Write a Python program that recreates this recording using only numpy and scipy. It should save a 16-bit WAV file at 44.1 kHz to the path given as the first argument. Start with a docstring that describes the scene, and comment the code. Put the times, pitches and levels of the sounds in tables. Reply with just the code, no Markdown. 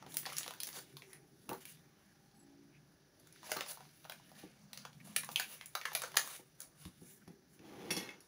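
"""Paper parcel on a plate

A paper food wrapper is folded and touches a glass plate; the plate slides on a wooden table, a spoon clinks.
Creases are noise bursts into resonances, rustle is clumped crackle, wood and glass are ringing modes.
Snaps, table and plate excite a small bare room. Behind lie a low rumble that swells at times with the
handling, faint resonances, hiss, a brief far drone of harmonics and a far chirp of gliding partials."""
import sys
import numpy as np
from scipy import signal
from scipy.fft import rfft, irfft
from scipy.io import wavfile

SR = 44100
rng = np.random.default_rng(int(sys.argv[2]) if len(sys.argv) > 2 else 0)


def volts(x):
    """Linear amplitude factor 10**(x/20) for a level x in dB, scalar or array-like."""
    e = np.asarray(x, float) / 20
    return 10 ** e


def master(y):
    """Save y as 16-bit WAV."""
    cut = np.clip(np.atleast_2d(y).T, -1, 1)
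    pcm = np.round(cut * 32767)  # scale
    wavfile.write(sys.argv[1], SR, pcm.astype(np.int16))


N = 364707


def rms_one(x):
    """Scale to rms 1."""
    return x / np.sqrt(np.mean(x ** 2) + 1e-20)


def in_time(rows):
    """Table columns as curves, sample by sample."""
    s, *columns = np.transpose(rows)
    return [np.interp(np.arange(N) / SR, s, c) for c in columns]


def during(rows, fade_s):
    """1 while a table lasts, fading to 0 outside."""
    start, end = rows[0][0], rows[-1][0]
    return np.interp(np.arange(N) / SR, [start - fade_s, start, end, end + fade_s], [0, 1, 1, 0])


def band(x, low_hz, high_hz):
    """Band-pass."""
    return signal.sosfilt(signal.butter(2, [low_hz, high_hz], "band", fs=SR, output="sos"), x + 1e-18)


def hump(x, hz, width_hz):
    """Resonance with peak gain 1."""
    r = np.exp(-np.pi * width_hz / SR)
    feedback = [1, -2 * r * np.cos(2 * np.pi * hz / SR), r * r]
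    return signal.lfilter([(1 - r * r) / 2, 0, (r * r - 1) / 2], feedback, x)


def ring(clicks, hz, t60_s):
    """Decaying mode: a unit click starts a sine of height 1."""
    r, w = volts(-60 / (t60_s * SR)), 2 * np.pi * hz / SR
    return signal.lfilter([0, np.sin(w)], [1, -2 * r * np.cos(w), r * r], clicks + 1e-18)


def drift(rate_hz):
    """Slow random curve of rms 1: noise through two equal low-pass poles."""
    step = 40   # computed every 40th sample
    r = np.exp(-2 * np.pi * step * rate_hz / SR)
    noise = rng.standard_normal(N // step + 2002)
    slow = signal.lfilter([1], [1, -2 * r, r * r], noise)[2000:]
    return np.interp(np.arange(N) / step, np.arange(len(slow)), rms_one(slow))


def grains(per_s, spread_db):
    """Random clicks of uneven size and sign, rms 1."""
    sizes = volts(spread_db * np.minimum(rng.exponential(1, N), 5)) * rng.choice([-1, 1], N)
    return rms_one(sizes * (rng.random(N) < per_s / SR))


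def folds_db(middle_db, edge_db, bright_db):
    """Levels of broad, middle and fine folds: brightness tilts fine against broad."""
    return [edge_db - bright_db / 2, middle_db, edge_db + bright_db / 2]


# room tone spectrum: f/Hz, relative density/dB per Hz
HISS_SPECTRUM = [(18, -42), (30, -4), (64, 0), (161, 4.5), (264, -12.5), (372, -22.5), (581, -8),
                 (1030, -17), (1610, -10), (2870, -19.5), (5990, -12.5), (8200, -36), (10400, -21),
                 (13200, -28.5), (15800, -20.5)]


def hiss():
    """Steady room tone: white noise shaped in the spectrum."""
    level_db = -74.5   # rms within 500-21000 Hz
    hz = np.maximum(np.fft.rfftfreq(N, 1 / SR), 20)
    shape_hz, shape_db = np.transpose(HISS_SPECTRUM)
    shape = volts(np.interp(np.log(hz), np.log(shape_hz), shape_db))
    noise = irfft(rfft(rng.standard_normal(N)) * shape, N)
    return volts(level_db) * noise / np.std(band(noise, 500, 21000))


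# low rumble, swelling at times with the handling: t/s, lower pair level/dB, upper pair level/dB
RUMBLE_LEVELS = [(0.0, -66.5, -65.5), (2.14, -73.5, -73), (2.39, -67.5, -74), (2.62, -73, -72),
                 (3.18, -77.5, -72), (3.5, -66.5, -69.5), (3.75, -71, -75), (4.79, -66, -81),
                 (5.37, -67.5, -78.5), (6.13, -76, -69.5), (6.47, -73.5, -79.5), (7.09, -70.5, -77),
                 (7.6, -74.5, -71.5), (7.92, -63, -58), (8.15, -74, -69), (8.27, -77, -75)]
# its resonances: f/Hz, width of first pass/Hz, relative level/dB
RUMBLE_RESONANCES = [(146.5, 27, 0), (201, 49, -3), (295.5, 78, -2), (383, 49, -6.5)]


def rumble():
    """Low noise in two pairs of resonances, each wavering in level."""
    out = 0
    pair_levels = np.repeat(in_time(RUMBLE_LEVELS), 2, axis=0)
    for (hz, width_hz, db), pair_db in zip(RUMBLE_RESONANCES, pair_levels):
        tone = hump(hump(rng.standard_normal(N), hz, width_hz), hz, 2 * width_hz)
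        out = out + volts(pair_db + db + 4.04 * drift(3.25)) * rms_one(tone)
    return out


# faint resonances in the room tone: f/Hz, width of each pass/Hz, mean level/dB
MURMUR_RESONANCES = [(554, 170, -91), (797, 80, -89), (1700, 73, -91.5), (4340, 150, -98), (5890, 270, -90)]


def murmur():
    """One noise through narrow resonances, each wandering in level."""
    noise, out = rng.standard_normal(N), 0
    for hz, width_hz, db in MURMUR_RESONANCES:
        tone = hump(hump(noise, hz, width_hz), hz, width_hz)
        out = out + volts(db + 4.3 * drift(1.9)) * rms_one(tone)
    return out


# fingers brushing paper: t of top/s, rise sigma/s, fall sigma/s, middle fold level/dB, brightness/dB
PAPER_RUBS = [(.11, 0.012, 0.07, -67.5, 20), (.763, 0.017, 0.033, -53.5, 5),
              (1.125, 0.043, .032, -73.5, 12), (1.515, 0.013, .027, -67.5, -46),
              (1.61, 0.0028, 0.018, -67.5, 12), (1.70, 0.024, 0.024, -71, 26),
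              (3.462, 0.011, 0.085, -59, 8), (3.695, 0.015, .03, -55.5, 15),
              (4.38, 0.016, 0.051, -67.5, 3.5), (4.80, 0.048, 0.049, -69.5, -3),
              (5.05, 0.0037, 0.073, -65.5, 7), (5.32, 0.0076, 0.015, -71, 28),
              (5.375, .0044, 0.084, -61, 3), (5.519, 0.021, 0.036, -59, 5.5), (6.351, 0.1, 0.033, -62, 17),
              (6.615, 0.014, 0.031, -66.5, 7), (6.83, .033, 0.042, -69.5, 12),
              (7.09, 0.032, 0.054, -74.5, 22), (7.55, 0.036, 0.026, -78, 8)]


def rubs():
    """Brush gains of the three fold sizes: each swells and dies as a lopsided bell."""
    edge_db = -1.5   # broad and fine folds against middle
    t, swell = np.arange(0, N / SR, .001), 0
    for s, rise_s, fall_s, db, bright_db in PAPER_RUBS:
        shape = np.exp(-.5 * ((t - s) / np.where(t < s, rise_s, fall_s)) ** 2)
        gains = volts(np.array(folds_db(db, db + edge_db, bright_db)))
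        swell = swell + gains[:, None] * shape
    return [np.interp(np.arange(N) / SR, t, row) for row in swell]


# broad, middle, fine folds: low f/Hz, high f/Hz
FOLD_BANDS = [(450, 1600), (1600, 6500), (6500, 15800)]
# paper rustle; from 7.88 s the scrape of the sliding plate:
# t/s, middle fold level/dB, brightness (fine over broad)/dB
RUSTLE_LEVELS = [(0, -73.5, -13), (.378, -56.5, 18), (.558, -63, -9), (.9, -74, 6), (1.3, -82, 3),
                 (1.7, -70, 8), (1.95, -79.5, -2.5), (3.12, -84, -4), (3.4, -68.5, 8), (3.58, -60.5, -9),
                 (3.97, -70.5, 4), (4.65, -73.5, -1), (4.72, -80, -11), (5.32, -66.5, 16), (5.7, -70.5, 8),
                 (5.97, -56.5, -3), (6.15, -65, -5), (6.34, -64, -13), (6.45, -79, 10), (6.88, -83, -11),
                 (7.02, -76, 13), (7.5, -93, 1), (7.88, -71.5, -17), (7.94, -54, -9), (8.11, -66, -19),
                 (8.27, -80, 2)]


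def rustle():
    """Dense crackle in clumps through fold resonances whose levels wander, so the colour does too."""
    even_db, edge_follow = -81, 0.56   # folds level here; broad and fine follow this share of the rise
    out, clumps = 0, drift(42)
    level_db, bright_db = in_time(RUSTLE_LEVELS)
    edge_db = even_db + edge_follow * (level_db - even_db)
    sliding_db = folds_db(level_db, edge_db, bright_db)
    for (low, high), db, swell in zip(FOLD_BANDS, sliding_db, rubs()):
        crackle = grains(3100, spread_db=2.5) + 1.7 * rng.standard_normal(N)
        folds = 0
        for hz in np.geomspace(1.124 * low, high / 1.134, 6):
            folds = folds + volts(3.5 * drift(4)) * hump(crackle, hz, .16 * hz) / np.sqrt(hz)
        out = out + rms_one(band(folds, low, high)) * (volts(db) + swell) * volts(1.38 * clumps)
    return out


def random_snaps():
    """Small creases at random, denser and louder with the rustle; rows as SET_SNAPS."""
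    count, put_down_s = 60, 7.3   # none once the parcel lies still
    density = 1.1   # exponent on rustle amplitude
    level_db = in_time(RUSTLE_LEVELS)[0]
    share = np.cumsum(volts(density * level_db[:round(put_down_s * SR)]))
    when, loudness, pitch, brightness = rng.random((count, 4)).T
    at = np.searchsorted(share, when * share[-1]).clip(0, N - 1)
    flap_db = level_db[at] + 11.5 + 12.8 * loudness
    flap_hz = 650 * 6.4 ** pitch
    return np.column_stack([at / SR, flap_db, flap_hz, flap_db - 17, 30 * (brightness - .4)])


# creases at set times, loud and faint:
# t/s, flap peak/dB, flap f/Hz, sheet shake level/dB, brightness (fine over broad)/dB
SET_SNAPS = [(.024, -42, 790, -58.5, -17), (.064, -42.5, 760, -66, 2), (.141, -51, 760, -48, 20),
             (.169, -30.5, 7000, -38, 25), (.254, -34, 1800, -49, -6), (.261, -30, 4260, -54.5, -17),
             (.266, -32, 810, -54, -2), (.299, -38, 2040, -55, 13), (.328, -48, 1720, -55, 21),
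             (.367, -26, 5670, -49.5, 14), (.383, -18.5, 7150, -41.5, 13.5), (.442, -37, 2260, -67, -10),
             (.462, -45, 790, -47, -6), (.478, -37, 3670, -42, -3.5), (.507, -41, 800, -46.5, 1),
             (.602, -30.5, 3930, -52.5, 32), (.632, -29, 4960, -49, 29.5), (.67, -34, 6500, -50, 22),
             (.674, -34.5, 6330, -49, 2), (.688, -49, 2350, -48, 10), (.728, -37.5, 4900, -57, -6),
             (.968, -36.5, 4000, -50, 3.5), (1.02, -40, 2240, -64, -16), (1.131, -53.5, 5600, -54, 13),
             (1.491, -36, 840, -43.5, 8), (1.53, -38, 804, -53, 20), (1.653, -39, 2200, -54, 21),
             (3.197, -57, 6050, -72, 26), (3.271, -57, 1540, -66, 20), (3.325, -49, 5530, -72, 33),
             (3.508, -32, 6500, -61, 30), (3.516, -37, 426, -31.5, -2), (3.566, -29.5, 1280, -41, 3),
             (3.607, -27, 1820, -41, -4), (3.661, -42, 1740, -50.5, -8), (3.709, -43, 6320, -52, 20),
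             (3.801, -61, 681, -76, -7), (3.852, -57, 2400, -69, -24), (4.051, -42.5, 800, -64, 4),
             (4.096, -39.5, 641, -42, 0), (4.119, -41, 1650, -50.5, 6), (4.315, -47, 708, -65, 7),
             (4.731, -38.5, 3670, -47, 7.5), (4.774, -32.5, 4240, -52.5, 8), (4.85, -52, 540, -46, -14),
             (5.002, -54.5, 2150, -68, 3), (5.072, -51, 643, -59, 2), (5.162, -22, 2330, -31.5, 17.5),
             (5.233, -35.5, 2030, -47.5, -9), (5.245, -43, 7000, -56, 27), (5.289, -39, 810, -46, -9),
             (5.359, -15.5, 2700, -38.5, 12), (5.397, -24, 1506, -34.5, 8), (5.611, -37, 2050, -53.5, -6),
             (5.658, -49, 2250, -58, 32), (5.751, -26.5, 1303, -33.5, -4), (5.813, -33, 1860, -49, -4),
             (5.853, -23.5, 1820, -41, -4.5), (5.917, -36, 810, -55, 0), (5.931, -53, 830, -47, 15),
             (5.95, -26, 3490, -30.5, 8.5), (5.972, -43, 896, -52, 0), (5.997, -46, 3000, -53, 9),
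             (6.018, -31, 1180, -41.5, 13), (6.036, -32, 1390, -41, -11), (6.117, -46, 2610, -54.5, 4),
             (6.142, -38, 1150, -56, -9), (6.155, -43, 800, -51, 12.5), (6.167, -19, 4520, -33.5, 1),
             (6.17, -15, 1740, -24, 8), (6.243, -39.5, 870, -64, 15), (6.274, -38.5, 1150, -55, 27),
             (6.603, -34.5, 7000, -58.5, 33), (6.617, -41, 5000, -62, 33), (6.852, -53.5, 3720, -51.5, -2),
             (7.276, -51, 650, -65, 7), (7.592, -51.5, 2300, -65, -9)]


def snaps():
    """A crease buckles in a burst of a few ms; the whole sheet shakes and one flap rings out."""
    buckle_s_at_1k, buckle_slope, buckle_spread = 3.1e-3, .22, .15   # smaller flaps buckle faster
    crack, fold_ring, jolt_share = .32, 1.8, .15
    edge_db, shake_s = -3, .0023   # broad and fine against middle; span that the shake level refers to
    out, t = np.zeros((4, N + 2600)), np.arange(2600) / SR
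    rows = np.vstack([SET_SNAPS, random_snaps()])
    shaking, chance = rng.standard_normal((len(rows), 4, len(t))), rng.standard_normal(len(rows))
    jolts = rng.random((len(rows), 1, len(t) // 20)) < jolt_share
    shaking *= 0.65 + 1.4 * np.repeat(jolts, 20, axis=2)
    pitches = rng.random((len(rows), 3))
    for row, noise, luck, pitch in zip(rows, shaking, chance, pitches):
        s, flap_db, flap_hz, sheet_db, bright_db = row
        tau_s = buckle_s_at_1k * (1000 / flap_hz) ** buckle_slope * np.exp(buckle_spread * luck)
        attack = np.minimum(t / (0.6 * tau_s), 1)
        burst = noise * (np.exp(-t / tau_s) + 0.049 * np.exp(-t / 0.01)) * attack
        burst[:, round(.4 * tau_s * SR)] += crack * np.sqrt(tau_s * SR)   # the crease flips
        now = slice(round(s * SR), round(s * SR) + len(t))
        flap = hump(burst[3], flap_hz, .34 * flap_hz)
        out[3, now] += volts(flap_db) * flap / np.abs(flap).max()
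        for k, db in enumerate(folds_db(sheet_db, sheet_db + edge_db, bright_db)):
            low, high = FOLD_BANDS[k]
            sheet = band(burst[k], low, high)
            hz = low * (high / low) ** pitch[k]   # each fold size rings at a pitch of its own
            sheet = sheet + fold_ring * hump(sheet, hz, 0.14 * hz)
            out[k, now] += volts(db) * sheet * np.sqrt(shake_s * SR) / np.linalg.norm(sheet)
    sheets = sum(band(out[k, :N], .75 * low, 1.1 * high) for k, (low, high) in enumerate(FOLD_BANDS))
    return out[3, :N] + sheets


# table knocks: t/s, drive level/dB, contact time scale/ms
TABLE_KNOCKS = [(.549, -61, 1.3), (.768, -49, 0.25), (1.489, -42.5, 0.57), (1.514, -32.5, 0.13),
                (1.527, -60, 0.19), (3.513, -53, 0.24), (3.562, -36, 0.16), (4.433, -46, 0.5),
                (6.392, -52, 0.32), (6.854, -33.5, 2.95), (7.015, -48, 0.97), (7.061, -61, .65),
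                (7.274, -46.5, 1.2), (7.298, -51.5, 0.78), (7.594, -50, 1), (7.908, -36.5, 0.56),
                (7.967, -37, 0.46)]
# table top modes: f/Hz, relative level/dB, t60 when knocked/s
TABLE_MODES = [(69, -24, 0.26), (124, 2, 0.048), (141, -7, 0.12), (179.5, -1.5, 0.13), (248.5, -8, 0.2),
               (306, 0, 0.08), (379, -3.5, 0.16), (487, -2, 0.077), (538, -2, 0.026), (810, 5, 0.019),
               (920, -6.5, 0.048), (1150, -6, 0.07)]


def table(rubbing):
    """Knocks and the dragged plate ring the modes of the table top."""
    knocks, t = np.zeros(N + 900), np.arange(900) / SR
    for s, db, contact_ms in TABLE_KNOCKS:
        # press and spring back: long contact is deep
        push = np.gradient(t ** 2 * np.exp(-1500 * t / max(contact_ms, .05)))
        at = round(s * SR)
        knocks[at:at + 900] += volts(db) * push / np.abs(push).sum()
    knocked, rubbed = 0, 0
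    for k, (hz, db, t60_s) in enumerate(TABLE_MODES):
        knocked = knocked + (-1) ** k * volts(db) * ring(knocks[:N], hz, t60_s)
        rubbed = rubbed + volts(db) * ring(rng.standard_normal(N), hz, .5 * t60_s)
    return knocked + rubbing * rms_one(band(rubbed, 130, 1100))


# single folds scuffing: t/s, sigma/s, f/Hz, peak level/dB
FOLD_SCUFFS = [(1.147, 0.027, 1950, -64), (2.103, .034, 1700, -77), (2.755, 0.021, 2310, -70),
               (4.81, 0.023, 4560, -64), (5.01, 0.0068, 2110, -60), (5.413, 0.029, 2480, -46.5),
               (5.62, .031, 2270, -66), (6.615, .016, 1450, -67), (7.223, .0078, 1580, -67.5),
               (7.29, 0.037, 1900, -75)]


def scuffs():
    """A single fold scuffs at its own pitch: a swell of noise twice through one resonance."""
    t, out = np.arange(N) / SR, 0
    noise = rng.standard_normal(N)
    for s, sigma_s, hz, db in FOLD_SCUFFS:
        tone = rms_one(hump(hump(noise, hz, 0.32 * hz), hz, 0.32 * hz))
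        out = out + volts(db) * np.exp(-.5 * ((t - s) / sigma_s) ** 2) * tone
    return out


# far chirp, one table a partial: t/s, f/Hz, relative level/dB
CHIRP_PARTIALS = [(2.34, 8100, -90), (2.41, 7780, -67), (2.47, 7800, -89)], [(2.34, 10600, -76),
                  (2.378, 10350, -73), (2.44, 11100, -76)], [(2.36, 11619, -91), (2.376, 11767, -79),
                  (2.45, 10951, -80)]


def chirp():
    """Three thin gliding sines, fluttering in level."""
    out = 0
    for rows in CHIRP_PARTIALS:
        hz, db = in_time(rows)
        level = np.sqrt(2) * volts(db) * during(rows, 0.0079) * 0.77 * drift(90)
        out = out + level * np.sin(2 * np.pi * np.cumsum(hz) / SR)
    return out


# drone harmonics: multiple of the fundamental, level/dB
DRONE_HARMONICS = [(5, -65), (6, -70), (7, -78)]


def drone():
    """Harmonics of a far, slightly wavering low note that swells once."""
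    middle_s, spread_s, fundamental_hz = 2.56, 0.14, 56
    t = np.arange(N) / SR
    phase = 2 * np.pi * np.cumsum(fundamental_hz * (1 + .004 * drift(4.1))) / SR
    swell = np.exp(-.5 * ((t - middle_s) / spread_s) ** 4)
    tones = sum(volts(db) * np.sin(round(k) * phase) for k, db in DRONE_HARMONICS)
    return np.sqrt(2) * swell * tones


# light touches and taps on the plate: the parcel at 6.853, 7.012, 7.278 s, then the spoon:
# t/s, relative level/dB, damping of the low modes (-1..1)
PLATE_TAPS = [(6.853, -73, 0.0065), (7.012, -72, 0.5), (7.278, -70, .1), (7.906, -45, 0.0026),
              (7.909, -42, 0.16), (7.913, -42.5, 0.033), (7.927, -44, 0.84), (7.966, -43.5, .1),
              (7.975, -45, .16), (7.982, -64.5, -.18), (8.0, -66, -0.26), (8.03, -63, -0.14),
              (8.06, -69, -0.062), (8.075, -73, -0.26), (8.09, -70, -0.34), (8.105, -69.5, -0.18),
              (8.205, -60.5, .6), (8.248, -69, .9)]
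# glass modes: nominal f/Hz, relative level/dB, undamped t60/s
PLATE_MODES = [(824, -18, 0.16), (1420, -32, 0.067), (1900, -11, 0.17), (2177, -1.5, 0.069),
               (2637, 2.5, 0.054), (2850, -7, 0.025), (3360, 1.5, 0.077), (4150, -17, 0.38),
               (4580, -3, 0.038), (5280, -9, .08), (5570, -3, 0.033), (6050, -17, 0.15), (6870, -13.5, .14),
               (8300, -11, 0.078), (9440, -11.5, 0.051), (10000, -29, .08), (10300, -13, 0.061),
               (10000, -24, 0.052), (11100, -18, .12), (11500, -15, .12), (12500, -16, 0.054),
               (13400, -11, .07)]


def plate(rubbing):
    """Touches and taps rattle the glass and strike every mode anew; dragging keeps the modes murmuring."""
    hz, level_db, t60_s = np.transpose(PLATE_MODES)[:, :, None]
    out, t = np.zeros(N + 9000), np.arange(9000) / SR
    chance = rng.standard_normal((len(PLATE_TAPS), 2, len(PLATE_MODES), 1))
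    rattle = rng.standard_normal((len(PLATE_TAPS), len(t)))
    for (s, db, damping), (strength, detune), noise in zip(PLATE_TAPS, chance, rattle):
        # positive damping mutes the low modes, negative favours them
        muted_db = damping * 40 * np.log2(6100 / hz).clip(-.1, 1.6)
        gain = volts(level_db - muted_db + 2.5 * strength)
        tap_hz = hz * (1 + .008 * detune)
        decay = volts(-60 * t / (t60_s * (1 - 0.77 * abs(damping))))
        modes = np.sum(gain * decay * np.sin(2 * np.pi * tap_hz * t), axis=0)
        chatter = noise * np.exp(-t / 0.0065)   # contact chatter blurs the modes
        blurred = 0
        for f, g in zip(hz[:, 0], gain[:, 0]):
            blurred = blurred + g * hump(chatter, f, 0.04 * f) * np.sqrt(SR / f)
        at = round(s * SR)
        out[at:at + len(t)] += volts(db) * (1.5 * modes + 3.5 * blurred)
    grit = grains(1500, spread_db=-1.5)
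    rubbed = sum(volts(db) * ring(grit, f, 0.036 * t60) for f, db, t60 in PLATE_MODES)
    return band(out[:N], 300, 14000) + rubbing * rms_one(rubbed)


def room(x):
    """Dense reflections of a small bare room: six noise tails take turns every 2000 samples."""
    t60_s, treble_t60_s = 0.2, 0.22
    t, out = np.arange(SR // 2) / SR, 0
    place = (np.arange(N) // 2000) % 6
    for k in range(6):
        noise = rng.standard_normal(len(t)) * np.clip(t / .004 - .5, 0, 1)   # silent for 2 ms, full at 6 ms
        treble = band(noise, 4000, 18000)
        tail = (noise - treble) * volts(-60 * t / t60_s) + treble * volts(-60 * t / treble_t60_s)
        out = out + signal.fftconvolve(x * (place == k), tail / np.linalg.norm(tail))[:N]
    return out


# microphone port peaks and dips: f/Hz, width/Hz, gain/dB
MICROPHONE_PEAKS = [(6200, 830, 2.5), (8010, 1250, -7), (10350, 1270, 6.5), (13240, 1280, -11.5),
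                    (14970, 1300, 8.5)]


def microphone(x):
    """Peaks and dips of the small microphone port, and its bass cut."""
    for hz, width_hz, db in MICROPHONE_PEAKS:
        g, w = volts(db / 2), 2 * np.pi * hz / SR
        a = np.tan(np.pi * width_hz / SR)
        middle = -2 * np.cos(w)
        x = signal.lfilter([1 + a * g, middle, 1 - a * g], [1 + a / g, middle, 1 - a / g], x)
    return signal.sosfilt(signal.butter(2, 70, "high", fs=SR, output="sos"), x)


# plate dragged over wood: t/s, table level/dB, glass level/dB
PLATE_SLIDE = [(7.55, -86, -95), (7.642, -60.5, -66.5), (7.848, -51.5, -60), (7.946, -52.5, -60.5),
               (8.06, -54.5, -61), (8.12, -62.5, -73), (8.2, -78, -100)]


def scene():
    """Near sounds through the microphone, struck ones with their room, over the background."""
    room_db = -4
    wood_db, glass_db = in_time(PLATE_SLIDE)
    sliding = during(PLATE_SLIDE, 0.032)
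    struck = snaps() + table(sliding * volts(wood_db)) + plate(sliding * volts(glass_db))
    near = struck + volts(room_db) * room(struck) + rustle() + scuffs()
    background = hiss() + rumble() + murmur() + chirp() + drone()
    return (microphone(near) + background)[None]


def roll_off(x):
    """The treble ends steeply here."""
    return signal.sosfilt(signal.butter(12, 16820, fs=SR, output="sos"), x)


def record(dry):
    """Cuts the lowest bass and the top."""
    cut = signal.sosfilt(signal.butter(1, 40, "high", fs=SR, output="sos"), dry)
    cut = signal.sosfilt(signal.ellip(8, .5, 22, 15700, fs=SR, output="sos"), cut)
    return roll_off(cut)


dry = scene()
out = record(dry)
master(out)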